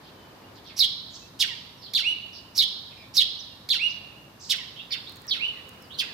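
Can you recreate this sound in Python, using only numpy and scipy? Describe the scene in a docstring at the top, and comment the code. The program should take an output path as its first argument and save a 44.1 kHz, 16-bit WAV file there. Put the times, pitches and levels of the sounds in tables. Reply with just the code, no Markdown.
"""A small bird in a town garden

Over the low wash of a distant town a bird twitters softly between its calls: warbled chinks, harsh
falling chacks and chirps that end in a rising whistle. The two sides of its syrinx are the source,
its throat the filter. Walls and shrubs throw the calls back, and a few tiny ticks come late."""
import sys
import numpy as np
from scipy import signal
from scipy.fft import rfft, irfft
from scipy.io import wavfile
from scipy.ndimage import map_coordinates

SR = 44100
rng = np.random.default_rng(int(sys.argv[2]) if len(sys.argv) > 2 else 0)


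def bounce(signal):
    """Save signal as a 16-bit WAV file at the path given by the first command-line argument."""
    frames = np.transpose(np.atleast_2d(signal))
    limited = np.clip(frames, -1, 1)
    pcm = np.round(limited * 32767).astype(np.int16)
    wavfile.write(sys.argv[1], SR, pcm)


N = 270333

# A short high rasp. Every note has the fields length_s, from_hz, to_hz, turn_s, glide_s, level_db,
# attack_s, release_s, overtones_db, rough; some add scoop, droop, warble, hold_s, fade_db.
RASP_NOTE = dict(length_s=0.0367, from_hz=4800, to_hz=5900, turn_s=0.0076, glide_s=0.0028, level_db=-10, attack_s=0.034, release_s=0.0025, overtones_db=(-15, -4),
             rough=(1.1, 0.58))


def undb(db):
    """Amplitude ratio of a level in decibels."""
    return 10 ** (np.asarray(db) / 20)


def unit(x):
    """Normalisation to rms 1."""
    return x / np.sqrt(np.mean(x ** 2))


def gain_at(hz, points):
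    """Frequency response: gain between (frequency_hz, level_db) points on a log-frequency axis."""
    f, db = np.transpose(points)
    return undb(np.interp(np.log(np.maximum(hz, 1)), np.log(f), db))


def noise(points, size):
    """Spectral shaping: white noise filtered to the given spectrum, at rms 1."""
    white = rfft(rng.standard_normal(size))
    return unit(irfft(white * gain_at(np.fft.rfftfreq(size, 1 / SR), points), size))


def stereo_noise(points, alike_hz=600):
    """A diffuse field of rms 1: the two sides are coherent in the bass, unrelated in the treble."""
    f = np.fft.rfftfreq(N, 1 / SR)
    mid, side = (rfft(noise(points, N)) for _ in range(2))
    coherence = .97 / (1 + (f / alike_hz) ** 2)
    spectra = mid * np.sqrt(1 + coherence) + side * np.sqrt(1 - coherence) * np.array([[1], [-1]])
    return unit(irfft(spectra, N))


def flutter(rate_hz, size):
    """Random modulation: a smooth wandering with a spread near 1."""
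    position = np.arange(size) / SR * rate_hz
    return map_coordinates(rng.standard_normal(int(position[-1]) + 2), [position], order=2, mode="nearest")


def add(track, start_s, sound):
    """Superposition: a sound joins the track at start_s."""
    i = max(int(start_s * SR), 0)
    part = sound[:max(N - i, 0)]
    track[i:i + len(part)] += part


def town(hiss_db=-61, hum_hz=100, hum_db=-66, whine_hz=520, whine_db=-9, whine_s=5.6, sag_hz_per_s=45):
    """Distant sources sum to a diffuse wash with hum and hiss; traffic ebbs and returns as a drone."""
    # noise spectra: frequency_hz, density_db
    wash_spectrum = [(15, -50), (25, -23), (70, -2), (119, 1), (257, -3), (470, -16.5), (642, -12.5),
                     (730, -15.5), (961, -8.5), (1550, -19), (1860, -14.5), (2000, -30), (2600, -41),
                     (4400, -120)]
    traffic_spectrum = [(100, -21), (300, 3), (700, 1), (1100, -2), (1800, -7.5), (5000, -13), (9000, -57)]
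    drone_spectrum = [(100, -23), (210, 4), (330, 1), (440, 4), (530, -1.5), (640, -21), (850, -22),
                      (1100, 2), (1500, -2), (4000, -20)]
    hiss_spectrum = [(1000, -58), (2000, -3), (4000, -1), (6000, -4), (8000, -9.5), (12500, -9),
                     (13400, -6.5), (13900, -15), (14500, 4.5), (16000, -99)]
    # ebb and return of far traffic: time_s, traffic_db, drone_db
    traffic_levels = [(0, -52, -81), (.5, -51, -78), (.9, -56.5, -83), (4.4, -55.5, -76), (5, -56, -57),
                      (6.1, -54, -55.5)]
    t = np.arange(N) / SR
    times, *levels = np.transpose(traffic_levels)
    traffic_db, drone_db = (np.interp(t, times, db) + 0.55 * flutter(3.43, N) for db in levels)
    wash = stereo_noise(wash_spectrum, alike_hz=750) * undb(-53.5 + 0.5 * flutter(4.75, N))
    traffic = stereo_noise(traffic_spectrum) * undb(traffic_db)
    drone = stereo_noise(drone_spectrum) * undb(drone_db)
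    hum = undb(hum_db + 1.6 * flutter(3.57, N)) * np.sin(2 * np.pi * hum_hz * t + flutter(3.6, N))
    whine_phase = 2 * np.pi * np.cumsum(whine_hz - sag_hz_per_s * (t - whine_s)) / SR
    whine = undb(drone_db + whine_db + 2 * flutter(7.3, N)) * np.sin(whine_phase + flutter(9, N))
    return wash + traffic + drone + hum + whine + undb(hiss_db) * stereo_noise(hiss_spectrum)


def membrane(hz, rough, jitter=0.0984, shimmer=1.0, jitter_hz=900):
    """Jitter and shimmer: the phase and swing of a syrinx membrane wander when it vibrates roughly."""
    wander = np.exp(jitter * rough * flutter(jitter_hz, len(hz)))
    swing = 1 + .6 * np.tanh(shimmer * rough * flutter(jitter_hz, len(hz)))
    return 2 * np.pi * np.cumsum(hz * wander) / SR, swing


def twitters(faint_per_s=3, faint_s=.06, faint_db=-57, low_hz=2180, high_hz=5700):
    """Frequency glides of one membrane make quiet slurred or scratchy notes; fainter notes of distant birds
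    come at random times."""
    # soft notes: start_s, length_s, first_hz, last_hz, level_db, roughness
    slurs = [(.025, 0.083, 4210, 3310, -52, 1), (0.144, 0.18, 3080, 3000, -60.5, 0),
             (0.548, 0.048, 5200, 3420, -50.5, 0.85), (0.641, 0.09, 4200, 3780, -45.5, .9),
             (0.685, 0.041, 3200, 1850, -49, 0.96), (1.097, 0.19, 6880, 5700, -52, 0.58),
             (1.136, 0.039, 5400, 4620, -40, 0.83), (1.768, 0.055, 5800, 5150, -56, .04),
             (1.815, .075, 5100, 3350, -40.5, 0.54), (2.327, 0.068, 4940, 4500, -41, 0.81),
             (2.9, 0.039, 4000, 2450, -49, 0.8), (2.959, .079, 5340, 4940, -56, 0.06),
             (2.96, 0.087, 2480, 2264, -50, 0.31), (3.389, 0.035, 6200, 4720, -40, 0.18),
             (3.88, 0.043, 5100, 5300, -40, .5), (4.395, 0.099, 5700, 4980, -41.5, 1),
             (4.754, .08, 3000, 3890, -39.5, 0.31), (4.792, 0.019, 2550, 3000, -39, 0.14),
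             (4.904, 0.027, 2430, 2150, -39.5, 0.62), (4.906, 0.0256, 4850, 4140, -27.5, 0.38),
             (4.976, 0.028, 3900, 3160, -41, 0.04), (5.062, .036, 3250, 4570, -38, 0.25),
             (5.234, 0.039, 1960, 1620, -51.5, 0.17), (5.277, 0.034, 5850, 4300, -30, 0.28),
             (5.532, 0.062, 2180, 1866, -51.5, 0.16), (5.747, .03, 2000, 2900, -57, 0),
             (5.808, .06, 5670, 4440, -55, 0.2), (5.894, 0.051, 2880, 4140, -41.5, .22),
             (5.939, 0.021, 4600, 3600, -38.5, .13)]
    out, faint = np.zeros(N), []
    for when, height, bend in rng.uniform(size=(int(faint_per_s * N / SR), 3)):
        hz = low_hz * (high_hz / low_hz) ** height
        faint.append((when * N / SR, faint_s, hz, hz * np.exp(0.213 * (2 * bend - 1)), faint_db, .1))
    for start_s, length_s, first_hz, last_hz, db, rough in slurs + faint:
        progress = np.linspace(0, 1, int(length_s * SR))
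        hz = first_hz * (last_hz / first_hz) ** progress
        phase, swing = membrane(hz, rough, jitter=0.1846, shimmer=0.33, jitter_hz=1100)
        envelope = np.abs(np.sin(np.pi * progress)) ** 0.46
        add(out, start_s, undb(db) * envelope * swing * np.sin(phase))
    return out


def warbling(t, depth, crest_s, rate_hz, speedup_hz_per_s, decay_s):
    """Frequency modulation: a pitch ratio whose swing quickens and dies away after crest_s."""
    since = t - crest_s
    extent = depth * np.exp(-np.maximum(since, 0) / decay_s)
    return np.exp(extent * np.cos(2 * np.pi * since * (rate_hz + speedup_hz_per_s * since / 2)))


def gesture(t, length_s, from_hz, to_hz, turn_s, glide_s, level_db, attack_s, release_s,
            overtones_db, rough, scoop=0, droop=0, warble=None, hold_s=0, fade_db=0, scoop_s=.012):
    """Joint modulation: one slide, steepest at turn_s, carries pitch, overtones and roughness."""
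    slide = (1 + np.tanh((t - turn_s) / glide_s / 2)) / 2
    onset_rise = 1 - scoop * np.maximum(1 - t / scoop_s, 0) ** 2
    end_fall = 1 - droop * (t / length_s) ** 10
    hz = from_hz * (to_hz / from_hz) ** slide * onset_rise * end_fall
    if warble:
        hz *= warbling(t, **warble)
    envelope = np.clip(np.minimum(t / attack_s, (length_s - t) / release_s), 0, 1)
    gain = envelope * undb(level_db + np.interp(t, [hold_s, length_s], [0, fade_db]))
    return hz, gain, np.interp(slide, [0, 1], overtones_db), np.interp(slide, [0, 1], rough)


def syllable(note, pitch=1, stretch=1, bright_db=0, overtone_fall=1.0, even_db=0, air_db=-33, count=8):
    """Source and filter: the throat favours harmonics near 4 kHz, and air hisses through the beak."""
    # resonance of throat and beak: frequency_hz, gain_db
    throat = [(900, -26), (1400, -17.5), (2000, -13), (2900, -2), (4000, 2), (5300, -2), (6400, -11),
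              (8000, -17), (10500, -10), (13000, -4.5), (16000, -21)]
    t = np.arange(int(note["length_s"] * stretch * SR)) / SR
    hz, gain, overtones_db, rough = gesture(t / stretch, **note)
    hz = hz * pitch
    phase, swing = membrane(hz, rough)
    tone = gain_at(hz, throat) * np.sin(phase)
    for k in range(2, count + 1):
        # a membrane that swings evenly to both sides has weak even harmonics
        share = undb(overtones_db + bright_db + even_db * (k % 2 == 0)) * (2 / k) ** overtone_fall
        tone += share * gain_at(k * hz, throat) * (k * hz < SR / 2) * np.sin(k * phase)
    air = noise([(1200, -27), (2500, -8.5), (5000, 6.5), (8000, -8), (12000, -12), (16000, -12.5)],
                len(t))
    return gain * (swing * tone + undb(air_db + bright_db) * air)


def chinks(rasp_lead_s=.029, undertone_s=0.026, tail_s=.042):
    """Biphonation: one side of the syrinx sings rasp, warble and tail; the other joins faintly below."""
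    # notes: fields as in RASP_NOTE
    chink = dict(length_s=.042, from_hz=4550, to_hz=4085, turn_s=0.01688, glide_s=.004, scoop=0.116, droop=0.346, level_db=-1, attack_s=0.0048, release_s=0.0064, overtones_db=(0, -12),
             rough=(0.13, 0.024),
             warble=dict(depth=0.227, crest_s=0.0089, rate_hz=44, speedup_hz_per_s=2710, decay_s=0.018))
    tail = dict(length_s=0.0236, from_hz=3250, to_hz=3423, turn_s=0.0126, glide_s=0.0038, level_db=-4.5, attack_s=0.0033, release_s=0.0034, overtones_db=(-5, -11),
            rough=(0.18, 0.38),
            warble=dict(depth=0.078, crest_s=.0075, rate_hz=90.3, speedup_hz_per_s=300, decay_s=0.047))
    undertone = dict(length_s=.036, from_hz=2270, to_hz=1730, turn_s=.03, glide_s=0.0054, level_db=-20.5, attack_s=0.0016, release_s=.003, overtones_db=(-38, -32),
                 rough=(0.62, .2))
    # chink calls: start_s, level_db, pitch_ratio, length_ratio
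    calls = [(.790, -13.5, 0.99, 1), (2.576, -13.5, 0.97, 1), (3.1659, -12.5, 0.96, 0.92)]
    out = np.zeros(N)
    for start_s, db, pitch, stretch in calls:
        gain = undb(db)
        add(out, start_s - rasp_lead_s, gain * syllable(RASP_NOTE, air_db=-7.5))
        add(out, start_s, gain * syllable(chink, pitch, stretch, even_db=-9, air_db=-22.5))
        ending = syllable(tail, pitch, stretch, even_db=-8, air_db=-18)
        add(out, start_s + tail_s * stretch, gain * ending)
        add(out, start_s + undertone_s, gain * syllable(undertone, air_db=-52))
    return out


def chacks(creak_s=0.079, hiss_lead_s=0.0088, hiss_db=-7):
    """Biphonation: after a hiss both sides of the syrinx sound at once and fall into a low creak."""
    # notes: fields as in RASP_NOTE
    low_voice = dict(length_s=0.066, from_hz=5050, to_hz=1283, turn_s=.029, glide_s=.013, scoop=0.52, level_db=0, attack_s=0.013, release_s=0.027, overtones_db=(5.5, -28.5),
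                 rough=(0.071, 0.76))
    high_voice = dict(length_s=0.065, from_hz=5900, to_hz=2848, turn_s=.0185, glide_s=.0035, scoop=.55, level_db=-0.5, attack_s=.011, hold_s=0.028, fade_db=-31, release_s=.004, overtones_db=(-19, -11),
                  rough=(0.082, 0.39))
    creak = dict(length_s=0.06, from_hz=1300, to_hz=867, turn_s=0.017, glide_s=0.0176, level_db=-.5, attack_s=0.014, release_s=0.011, overtones_db=(2, -1.5),
             rough=(0.053, 0.044))
    # chack calls: start_s, level_db, pitch_ratio, length_ratio, brightness_db, creak_db
    calls = [(1.397, -18.5, 1, 0.99, 0.5, -29), (4.495, -20, 1, 0.96, 0.5, -32),
             (4.917, -27.5, 0.98, 0.81, -8, -53), (5.984, -23.5, 0.91, 0.98, -4.5, -34.5)]
    out = np.zeros(N)
    for start_s, db, pitch, stretch, bright_db, creak_db in calls:
        hiss = syllable(RASP_NOTE, pitch=0.54, stretch=0.4, bright_db=bright_db, air_db=2)
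        add(out, start_s - hiss_lead_s, undb(db + hiss_db) * hiss)
        add(out, start_s, undb(db) * syllable(low_voice, pitch, stretch, bright_db, air_db=-52))
        add(out, start_s, undb(db) * syllable(high_voice, pitch, stretch, bright_db, air_db=-8))
        ending = syllable(creak, pitch, overtone_fall=2.5, air_db=-55)
        add(out, start_s + creak_s, undb(creak_db) * ending)
    return out


def chirps(flick_lead_s=.012):
    """Frequency sweeps: a quick downward flick, a falling warble, then a nearly pure rising whistle."""
    # notes: fields as in RASP_NOTE
    flick_note = dict(length_s=0.01, from_hz=3300, to_hz=1620, turn_s=.003, glide_s=.003, level_db=-14, attack_s=0.0018, hold_s=.002, fade_db=-9.5, release_s=.002, overtones_db=(-3.5, 17),
                  rough=(.06, .06))
    warble_note = dict(length_s=0.086, from_hz=4200, to_hz=1408, turn_s=.036, glide_s=.0072, level_db=-0.5, attack_s=0.0042, hold_s=0.015, fade_db=-21.5, release_s=0.02, overtones_db=(-10, 7),
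                   rough=(0.038, 0.11),
                   warble=dict(depth=0.165, crest_s=.0075, rate_hz=88, speedup_hz_per_s=5540, decay_s=0.018))
    whistle_note = dict(length_s=.122, from_hz=1880, to_hz=2962, turn_s=.028, glide_s=0.01352, droop=0.095, level_db=4, attack_s=0.045, hold_s=0.054, fade_db=-7.5, release_s=0.011, overtones_db=(-30, -13),
                    rough=(.035, 0.034))
    # chirp calls: start_s, level_db, pitch_ratio, length_ratio, brightness_db,
    # whistle_start_s, whistle_db, whistle_pitch_ratio
    calls = [(1.9466, -16.5, 0.95, 1.03, -1.5, 2.016, -21, 1.004),
             (3.7, -16, 0.95, 1.05, -3, 3.773, -21.5, 0.98),
             (5.307, -20, 0.91, 1.08, -12, 5.38, -24, 1.015)]
    out = np.zeros(N)
    for start_s, db, pitch, stretch, bright_db, whistle_s, whistle_db, whistle_pitch in calls:
        flick = syllable(flick_note, pitch, 0.94, bright_db, overtone_fall=0.75, air_db=-32)
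        warble = syllable(warble_note, pitch, stretch, bright_db, overtone_fall=1.53, air_db=-29)
        whistle = syllable(whistle_note, whistle_pitch, 1, bright_db,
                           overtone_fall=1.6, even_db=-8, air_db=-56, count=4)
        add(out, start_s - flick_lead_s, undb(db) * flick)
        add(out, start_s, undb(db) * warble)
        add(out, whistle_s, undb(whistle_db) * whistle)
    return out


def ticks(decay_s=0.0011, left_db=-1):
    """Broadband transients: bright noise with a fast exponential decay is heard as tiny close clicks."""
    # dry clicks: start_s, level_db
    clicks = [(5.096, -36.5), (5.122, -38), (5.159, -36), (5.169, -38), (5.219, -36), (5.269, -33),
              (5.686, -43), (5.692, -34), (5.824, -42)]
    out, t = np.zeros(N), np.arange(512) / SR
    for start_s, db in clicks:
        burst = noise([(1500, -6), (5000, -10), (7300, 3), (10000, -6), (16000, -0.5)], len(t))
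        add(out, start_s, undb(db - 2.5) * np.exp(-t / decay_s) * burst)
    return out * undb([[left_db], [0]])


def reverberation(t, build_s, t60_s):
    """Envelope of scattered sound, at rms 1: it builds up, then decays by 60 dB in t60_s."""
    return unit((1 - np.exp(-t / build_s)) * np.exp(-np.log(1000) * t / t60_s))


def garden(bird, shade, direct_db, left_lag_s=.000017, scatter_left_db=1):
    """Reflection and scattering: near surfaces echo, shrubs scatter quickly and house fronts slowly."""
    # reflections from near surfaces: delay_s, level_db
    echoes = [(.0031, -8.5), (.0094, -6.5), (.037, -31), (.052, -18)]
    # scatter from shrubs and houses: centre_hz, early_db, late_db, late_t60_s
    scatter = [(1000, 0, -38, .8), (2000, 1, -5.5, 1), (3000, -1, -8.5, 0.97), (4300, -3.5, -7.5, 0.94),
               (5670, -11, -12.5, 0.81), (7620, -20, -11, 0.44), (11000, -23, -20.5, 0.43),
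               (16300, -30, -24, .25)]
    size, lead = 65536, 128  # samples
    t, f = np.arange(size) / SR, np.fft.rfftfreq(size, 1 / SR)
    centres = np.log([row[0] for row in scatter])
    # the bird sits to the right, so its direct sound reaches the left side later
    response = undb(direct_db) * np.array([np.exp(-2j * np.pi * f * left_lag_s), np.ones(len(f))])
    for delay_s, db in echoes:
        # each echo has its own direction, so the two sides get it at slightly different times
        arrival_s = delay_s + rng.uniform(0, 0.0003, (2, 1))
        response += undb(db) * np.exp(-2j * np.pi * f * arrival_s)
    for share, (_, early_db, late_db, t60_s) in zip(np.eye(len(scatter)), scatter):
        early = undb(early_db) * reverberation(t, build_s=0.0027, t60_s=0.26)
        late = undb(late_db) * reverberation(t, build_s=0.025, t60_s=t60_s)
        tail = np.hypot(early, late) * rng.standard_normal((2, size)) / np.sqrt(size)
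        band = np.sqrt(np.interp(np.log(f + 1), centres, share))
        response += rfft(tail) * band * undb([[scatter_left_db], [0]])
    response[0] *= gain_at(f, shade)  # the left microphone faces away from the bird
    impulse = np.roll(irfft(response), lead, axis=1)[:, :SR]
    return signal.fftconvolve(bird[None], impulse, axes=1)[:, lead:N + lead]


def scene(hop_s=4.7):
    """Time and level cues place the calls: first on an open perch, then further right in a shrub."""
    # loss on the left side from each position: frequency_hz, gain_db
    perch_shade = [(1000, -5.5), (2500, -7.3), (4200, -5.5), (8000, -4.5), (12000, -10.5)]
    shrub_shade = [(1000, -5), (2700, -8.5), (4300, -4.5), (7000, -3), (12000, -5)]
    calls = chinks() + chacks() + chirps()
    hopped = np.arange(N) / SR > hop_s
    open_perch = garden(calls * ~hopped, perch_shade, direct_db=1.5)
    in_shrub = undb(1) * garden(calls * hopped, shrub_shade, direct_db=1.5, left_lag_s=.0002)
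    through_leaves = undb(2.5) * garden(twitters(), perch_shade, direct_db=-3.5)
    return open_perch + in_shrub + through_leaves + ticks() + town()


def record(dry, top_hz=16000):
    """A steep low-pass filter cuts the highest treble."""
    return signal.sosfilt(signal.ellip(10, .2, 70, top_hz, fs=SR, output="sos"), dry)


dry = scene()
out = record(dry)
bounce(out)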